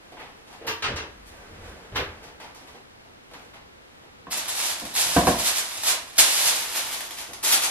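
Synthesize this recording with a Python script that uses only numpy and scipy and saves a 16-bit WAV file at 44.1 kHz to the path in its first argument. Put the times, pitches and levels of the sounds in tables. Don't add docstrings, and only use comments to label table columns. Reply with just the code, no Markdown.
import sys
import numpy as np
from scipy import signal
from scipy.fft import rfft, irfft, next_fast_len
from scipy.io import wavfile

SR = 44100
rng = np.random.default_rng(int(sys.argv[2]) if len(sys.argv) > 2 else 0)


def to_wav(sig):
    pcm = np.clip(np.atleast_2d(sig), -1, 1) * 32767
    pcm = np.round(pcm).astype(np.int16)
    wavfile.write(sys.argv[1], SR, pcm.T)


N = 339570
TIME = np.arange(N) / SR
FLAT = [(1, 0), (2, 0)]


# start in seconds, rise in seconds, hold in seconds, effort in dB.
FOIL_SQUEEZES = [(4.301, 0.021, .005, -26), (4.351, 0.022, 0.0065, -25.5), (4.478, 0.0076, 0.0045, -23.5),
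                 (4.516, 0.067, 0.13, -26.5), (4.935, 0.03, 0.055, -21), (5.031, 0.021, 0.14, -27),
                 (5.243, 0.031, 0.011, -23.5), (5.376, 0.015, 0.0073, -24), (5.42, 0.045, 0.021, -21.5),
                 (5.537, 0.032, 0.015, -24), (5.814, 0.067, 0.02, -19.5), (6.156, .02, 0.0024, -30),
                 (6.178, 0.0085, 0.0018, -9), (6.214, 0.053, .19, -23), (6.43, 0.048, 0.0072, -19),
                 (6.531, 0.026, 0.017, -26.5), (6.738, 0.021, 0.016, -24.5), (6.907, 0.016, 0.011, -30.5),
                 (7.159, .02, 0.032, -35.5), (7.426, 0.011, 0.066, -20.5), (7.508, 0.016, .004, -14),
                 (7.595, 0.038, 0.016, -21)]
# time in seconds, effort in dB.
FOIL_STRAIN = [(4.3, -39), (4.92, -39.5), (5.3, -31.5), (5.8, -34.5), (5.97, -42), (6.14, -44.5),
               (6.5, -29), (6.9, -32.5), (7.3, -44), (7.7, -51)]
# start in seconds, level in dB over 10 ms.
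FOIL_SNAPS = [(4.457, -32.5), (4.798, -31), (4.852, -31.5), (4.952, -28), (5.774, -35), (5.835, -24.5),
              (6.604, -34), (6.761, -32), (6.935, -33), (7.007, -30), (7.108, -31.5), (7.185, -30.5),
              (7.333, -31.5)]
DISH_TURN = (6.5, 7.19)
# frequency in Hz, level in dB per Hz.
FOIL_COLOUR = [(59, -64), (100, -24), (129, -28.5), (205, -22.5), (270, -16), (429, -13.5), (640, -5.5),
               (742, -6.5), (898, -4), (1370, -6), (3540, -1.5), (8580, -2.5), (11300, -2.5), (13700, -13),
               (15500, -34)]
# frequency in Hz, side level against mid in dB.
COUNTER_WIDTH = [(60, -28), (200, -20), (420, -15.5), (800, -5.5), (1400, -1), (3000, 1), (7000, 0),
                 (13000, 7)]


def foil():
    strain = amp(np.interp(TIME, *np.transpose(FOIL_STRAIN), left=-120))
    relax_db_per_s = 304.5
    squeeze_power = sum(gesture(*row, relax_db_per_s) ** 2 for row in FOIL_SQUEEZES)
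    effort_db = 10 * np.log10(strain ** 2 + squeeze_power)
    creases_per_s = np.clip(4500 * amp(.8 * (effort_db + 22)), 500, 25000)
    creases = crackle(N, creases_per_s, spread_db=3) * amp(effort_db)

    t = np.arange(SR // 100) / SR
    for start, level_db in FOIL_SNAPS:
        snap = unit(rng.standard_normal(len(t)) * np.exp(-t / 0.0029))
        add(creases, start, amp(level_db) * snap)

    flutter = np.exp(-t / 0.00011)
    power = abs(signal.oaconvolve(creases ** 2, flutter / flutter.sum())[:N])
    sheet = np.sqrt(power) * rng.standard_normal(N)

    turned = np.interp(TIME, DISH_TURN, [0, 1])
    counter = kitchen(COUNTER_WIDTH, direct_db=-4, echo_db=-0.27, lag_count=3, count=5)
    oven = kitchen(COUNTER_WIDTH, direct_db=-5.5, echo_db=0.0, lag_count=-3, count=3)
    at_counter = radiate(sheet * np.sqrt(1 - turned), counter) * amp([[-.55], [.55]])
    at_oven = radiate(sheet * np.sqrt(turned), oven)
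    at_oven = tint(at_oven, FLAT, [(200, 4), (600, 0), (8000, -1), (12500, 1.0)])

    slope_db = np.clip(0.1 * (effort_db + 27.5), -4, 1.1)
    return brighten(tint(at_counter + at_oven, FOIL_COLOUR), slope_db)


# start in seconds, decay time in seconds, level in dB over 10 ms, bass in dB, body in dB.
DISH_KNOCKS = [(4.269, 0.0051, -32.5, -10, -24), (4.358, 0.0066, -40, -10, 0), (4.819, 0.04, -35.5, 9, 2),
               (5.059, 0.056, -38.5, 11, 2), (5.1647, 0.014, -7.5, 0.5, -4.5),
               (5.27, 0.014, -9.5, -4, -4.5), (6.187, .006, -33.5, -23, -1)]
# frequency in Hz, level in dB per Hz.
KNOCK_COLOUR = [(40, -16), (65, -7.5), (100, -9.5), (170, -6.5), (290, 6.5), (420, -10.5), (520, 1),
                (720, 4), (860, -10.5), (1070, -5), (1250, -14.5), (1500, -14.5), (2200, -20.5),
                (4000, -29), (15000, -55)]
# frequency in Hz, level against the knock in dB, seconds to fall by 60 dB.
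DISH_MODES = [(57.5, -23, 0.54), (76.5, -16.5, 0.36), (164.8, -13, 0.35), (186, -14, 0.37),
              (208, -31, 0.28), (229.6, -20.5, 0.64), (263, -14, 0.16), (287.5, -12, 0.21),
              (363, -14.5, 0.34), (483, -8, 0.19), (615, -17.5, 0.54), (686, -14, 0.67), (756, -13, 0.22),
              (756, -7, 0.12), (980, -19, 0.23), (992, -18, 0.33), (1096, -15, 0.23), (1525, -20.5, 0.17)]


def dish():
    spots = kitchen(COUNTER_WIDTH, direct_db=-2.5, echo_db=-1, lag_count=3, count=3)
    rows = [(*row, 0) for row in DISH_KNOCKS]
    knocks = clatter(rows, KNOCK_COLOUR, spots, per_s=10000, spread_db=1.5, first_db=-10)
    ringing = strike([(start, db) for start, _, db, *_ in DISH_KNOCKS], DISH_MODES)
    ring_spot = kitchen(COUNTER_WIDTH, direct_db=-3.0, echo_db=-23, lag_count=3, count=1)
    return (knocks + radiate(ringing, ring_spot)) * amp([[-.3], [.3]])


# start in seconds, level in dB over 10 ms, treble in dB.
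DOOR_CLACKS = [(0.668, -28, 13), (.675, -21, 9), (.823, -20, 8), (.84, -16.5, 2.5), (.96, -27, 13),
               (.978, -26, -10), (1.949, -30, 5), (1.957, -15.5, 2.5)]
# start in seconds, level in dB over 10 ms, bass in dB.
DOOR_THUDS = [(.611, -39.5, -1), (0.647, -36.5, 2), (.885, -32, 17), (.912, -42, 1), (1.02, -41, 0),
              (1.918, -39.5, 21), (1.95, -37, 20.5), (1.974, -29, 7)]
# frequency in Hz, level in dB per Hz.
DOOR_COLOUR = [(40, -5), (78, 6.5), (170, -6.5), (400, 3.5), (750, 0), (1550, -0.5), (2800, -1.5),
               (4500, -9.5), (7500, -23.5), (12800, -36), (15000, -55)]
# start in seconds, decay time in seconds, level in dB over 10 ms.
HINGE_RASPS = [(0.667, 0.028, -31.5), (1.964, .012, -36)]
# frequency in Hz, level in dB per Hz.
RASP_COLOUR = [(3000, -33), (9000, -12), (13000, 8), (14000, -12), (15500, -32)]
# start in seconds, level in dB.
HINGE_CLANKS = [(0.674, -29.5), (0.961, -36)]
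# frequency in Hz, level in dB, seconds to fall by 60 dB.
HINGE_MODES = [(327, -14, 0.91), (444, -7, 0.2), (538, -9.5, .3), (942, 3.5, 0.3), (1160, 0.5, 0.2),
               (1640, 1, 0.16), (1850, -6, 0.22), (2672, -6, .25), (2746, 1, 0.18), (2950, -2, 0.13),
               (3095, -4, 0.26), (5100, -15, .3), (6202, -5, 0.18)]
# start in seconds, rise in seconds, hold in seconds, level in dB.
DOOR_SHUDDERS = [(.9, 0.2, 0.25, -53), (1.428, .09, 0.11, -44), (1.9, .1, 0.18, -55)]
# frequency in Hz, side level against mid in dB.
OVEN_WIDTH = [(60, -44), (200, -20), (600, -9.5), (1400, -1), (3000, 3), (7000, 5), (13000, 10)]


def oven_door():
    spots = kitchen(OVEN_WIDTH, direct_db=-10.0, echo_db=-2.5, lag_count=-4)

    fade_db_per_s = 100
    shudder = rng.standard_normal(N) * sum(gesture(*row, fade_db_per_s) for row in DOOR_SHUDDERS)
    rumble_colour = [(20, -15), (38, -2), (75, -0.5), (120, -14.0), (200, -13.5), (500, -29), (2000, -90)]
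    rumble = tint(radiate(shudder, spots[:2]), rumble_colour)

    clacks = [(start, 0.016, db, -7.5, -8, treble_db) for start, db, treble_db in DOOR_CLACKS]
    thuds = [(start, 0.026, db, bass_db, 11, -3) for start, db, bass_db in DOOR_THUDS]
    blows = clatter(clacks + thuds, DOOR_COLOUR, spots, per_s=5000, spread_db=2.5, first_db=-13.0)

    rasp_rows = [(*row, 0, 0, 0) for row in HINGE_RASPS]
    rasp = clatter(rasp_rows, RASP_COLOUR, spots, per_s=10000, spread_db=11, first_db=-25)
    clanks = radiate(strike(HINGE_CLANKS, HINGE_MODES), spots[:1])
    return blows + rasp + rumble + clanks


# start in seconds, level in dB over 10 ms.
FOOTFALLS = [(.12, -43.5), (.51, -47.5), (2.28, -45.5), (2.43, -43.5), (2.61, -48), (2.746, -44.5),
             (3.052, -53.5), (3.311, -45), (4.036, -49.5), (7.289, -43.5)]
# start in seconds, decay time in seconds, level in dB over 10 ms, treble in dB.
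SCUFFS = [(0.169, .025, -35, -12), (0.193, 0.051, -32.5, -2), (0.469, 0.067, -43.5, 9),
          (0.526, 0.018, -39.5, 4), (2.23, 0.027, -40, 8), (2.397, 0.055, -32.5, 2.5),
          (2.546, 0.041, -41.5, 11.5), (2.67, 0.047, -40, 4), (3.336, 0.02, -35, 1.5),
          (3.536, 0.02, -39, 1)]
# frequency in Hz, level in dB per Hz.
STEP_COLOUR = [(40, -1), (140, -9), (300, 0), (540, -4), (800, 3.5), (1050, -0.5), (1500, -5.5), (2100, -3),
               (4500, -11), (7500, -21), (12300, -22.5), (15000, -43)]
# start in seconds, rise in seconds, hold in seconds, level in dB, brightness in dB per octave.
CLOTH_RUBS = [(0, 0.018, 1.55, -55, 2), (1.15, 0.17, 0.93, -49, 0.2), (1.239, .035, .01, -50, 11),
              (1.567, 0.095, .03, -43.5, 1), (2.5, 0.17, .02, -52, 3), (3.194, 0.21, .03, -50.5, 2.5),
              (3.82, 0.1, .03, -59, 2)]
# frequency in Hz, level in dB per Hz.
CLOTH_COLOUR = [(88, -27), (150, -6.5), (371, -7.5), (450, -3.5), (1070, -10.5), (1570, -10.5),
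                (4050, -20.5), (11700, -30), (15000, -40)]


def cook():
    spots = kitchen(OVEN_WIDTH, direct_db=-7.5, echo_db=-1.5, lag_count=-4, count=3)

    fade_db_per_s = 89
    power = np.array([gesture(*row[:4], fade_db_per_s) ** 2 for row in CLOTH_RUBS]) + 1e-14
    slope_db = np.array([row[4] for row in CLOTH_RUBS]) @ power / power.sum(0)
    fibres = crackle(N, 6000, 5.9) * np.sqrt(power.sum(0))
    cloth = brighten(tint(radiate(fibres, spots), CLOTH_COLOUR), slope_db)

    steps = [(start, 0.014, db, 1.5, 8.5, 3.5) for start, db in FOOTFALLS]
    scuffs = [(start, decay_s, db, -5, -3.5, treble_db) for start, decay_s, db, treble_db in SCUFFS]
    return cloth + clatter(steps + scuffs, STEP_COLOUR, spots, per_s=3500, spread_db=3.5, first_db=-26)


# frequency in Hz, level in dB per Hz.
HOUSE_COLOUR = [(12, -33), (20, -11), (95, -6), (166, -10), (238, -7.5), (382, -8.5), (491, -6.5),
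                (534, -9), (1450, -12.5), (1720, -13), (3960, -19.5), (14300, -37.5), (15500, -62)]
# frequency in Hz, side level against mid in dB.
HOUSE_WIDTH = [(60, -18.5), (180, -1), (550, 4.5), (1650, 6), (4970, 5.5), (15000, 5.5)]


def ambience():
    noise = rng.standard_normal((2, N + SR))
    air = tint(noise, HOUSE_COLOUR, [(8000, 1.0), (12500, 4.0), (15000, -7)])[:, SR:]
    return amp(-50.5) * pair(air, HOUSE_WIDTH)


def clatter(rows, colour, spots, per_s, spread_db, first_db):
    out = np.zeros((2, N))
    t = np.arange(SR // 2) / SR
    for start, decay_s, db, bass_db, body_db, treble_db in rows:
        burst = crackle(len(t), per_s, spread_db) * np.exp(-t / max(decay_s, .002))
        burst[0] = amp(first_db) * np.linalg.norm(burst)
        burst *= amp(db) * np.sqrt(SR / 100) / np.linalg.norm(burst)
        shade = [(120, bass_db), (260, body_db), (600, body_db), (1000, 0), (2800, 0), (5500, treble_db)]
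        add(out, start, tint(radiate(burst, spots), colour, shade))
    return out


def strike(rows, modes):
    out, tone = np.zeros(N), ring(modes)
    for start, db in rows:
        add(out, start, amp(db) * tone)
    return out


def ring(modes):
    t = np.arange(SR) / SR
    hz, db, t60 = np.transpose(modes)[:, :, None]
    phase = 2 * np.pi * rng.random(hz.shape)
    sines = amp(db - 60 * t / t60) * np.sin(2 * np.pi * hz * t + phase)
    return sines.sum(0) * (1 - np.exp(-t / 0.0021))


def crackle(count, per_s, spread_db):
    chance, size, sign = rng.random((3, count))
    height = unit(amp(spread_db * np.minimum(-np.log(1 - size), 3)))
    share = np.clip(per_s / SR, 1e-4, 1)
    return (chance < share) * np.sign(sign - .5) * height / np.sqrt(share)


def gesture(start, rise, hold, db, fade_db_per_s):
    t = TIME - start
    build_up = np.clip(t / max(rise, .001), 0, 1)
    return build_up * amp(db - fade_db_per_s * np.maximum(t - rise - hold, 0))


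# frequency in Hz, seconds to fall by 60 dB.
ECHO_T60 = [(80, 0.54), (400, 0.33), (1500, 0.42), (4000, 0.33), (8000, 0.28), (14000, 0.3)]


def kitchen(width, direct_db, echo_db, lag_count, count=5):
    t, spots = np.arange(SR // 2) / SR, []
    for _ in range(count):
        taps = np.array([crackle(len(t), 9000, 1.87) for _ in range(2)])
        hz, at, z = signal.stft(taps, SR, nperseg=256)
        decay = amp(-60 * at / read(ECHO_T60, hz)[:, None])
        tail = signal.istft(z * decay, SR, nperseg=256)[1][:, :len(t)]
        tail = pair(tail * np.clip((t - .001) / 0.001, 0, 1), width)
        tail *= amp(echo_db) / np.sqrt((tail ** 2).sum() / 2)
        tail[0, max(lag_count, 0)] += amp(direct_db)
        tail[1, max(-lag_count, 0)] += amp(direct_db)
        spots.append(tail)
    return spots


def radiate(x, spots):
    out = np.zeros((2, len(x)))
    spot = rng.integers(0, len(spots), len(x))
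    first, last = np.flatnonzero(abs(x) >= abs(x).max() / 1000)[[0, -1]]
    for k, room in enumerate(spots):
        from_spot = (x * (spot == k))[None, first:last + 1]
        add(out, first / SR, signal.fftconvolve(from_spot, room, axes=1))
    return out


def pair(x, width):
    hz, side_db = np.transpose(width)
    total_db = 10 * np.log10(1 + amp(side_db) ** 2)
    mid = tint(x[0], FLAT, np.column_stack([hz, -total_db]))[0]
    side = tint(x[1], FLAT, np.column_stack([hz, side_db - total_db]))[0]
    return np.array([mid + side, mid - side])


def tint(x, colour, shade=FLAT, size=4096):
    hz = abs(np.fft.fftfreq(size, 1 / SR))
    gain = unit(amp(read(colour, hz))) * amp(read(shade, hz))
    log_gain = np.log(np.maximum(gain, 1e-5))
    taps = np.fft.ifft(np.exp(np.conj(signal.hilbert(log_gain)))).real
    return signal.oaconvolve(np.atleast_2d(x), taps[None, :size // 2], axes=1)[:, :x.shape[-1]]


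def brighten(x, slope_db):
    size = next_fast_len(N, True)
    octave = np.log2((np.fft.rfftfreq(size, 1 / SR) + 1) / 3000)
    spectrum = rfft(x, size)
    centres = np.array([-2, 0, 2])
    out = 0
    for centre in centres:
        share = np.interp(octave, centres, centres == centre)
        out = out + irfft(spectrum * share, size)[:, :N] * amp(slope_db * centre)
    return out


def amp(db):
    return 10 ** (np.asarray(db) / 20)


def unit(x):
    return x / np.sqrt(np.mean(x ** 2) + 1e-20)


def read(points, hz):
    f, value = np.transpose(points)
    return np.interp(np.log(hz + 1), np.log(f + 1), value)


def add(mix, start, sound):
    part = mix[..., round(start * SR):][..., :sound.shape[-1]]
    part += sound[..., :part.shape[-1]]


def scene():
    return oven_door() + cook() + dish() + foil() + ambience()


def record(dry):
    rounded = dry / (1 + (dry / .8) ** 6) ** (1 / 6)
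    lowpass = signal.firwin(511, 15600, window=("kaiser", 9), fs=SR)
    return signal.oaconvolve(rounded, lowpass[None], "same")


dry = scene()
out = record(dry)
to_wav(out)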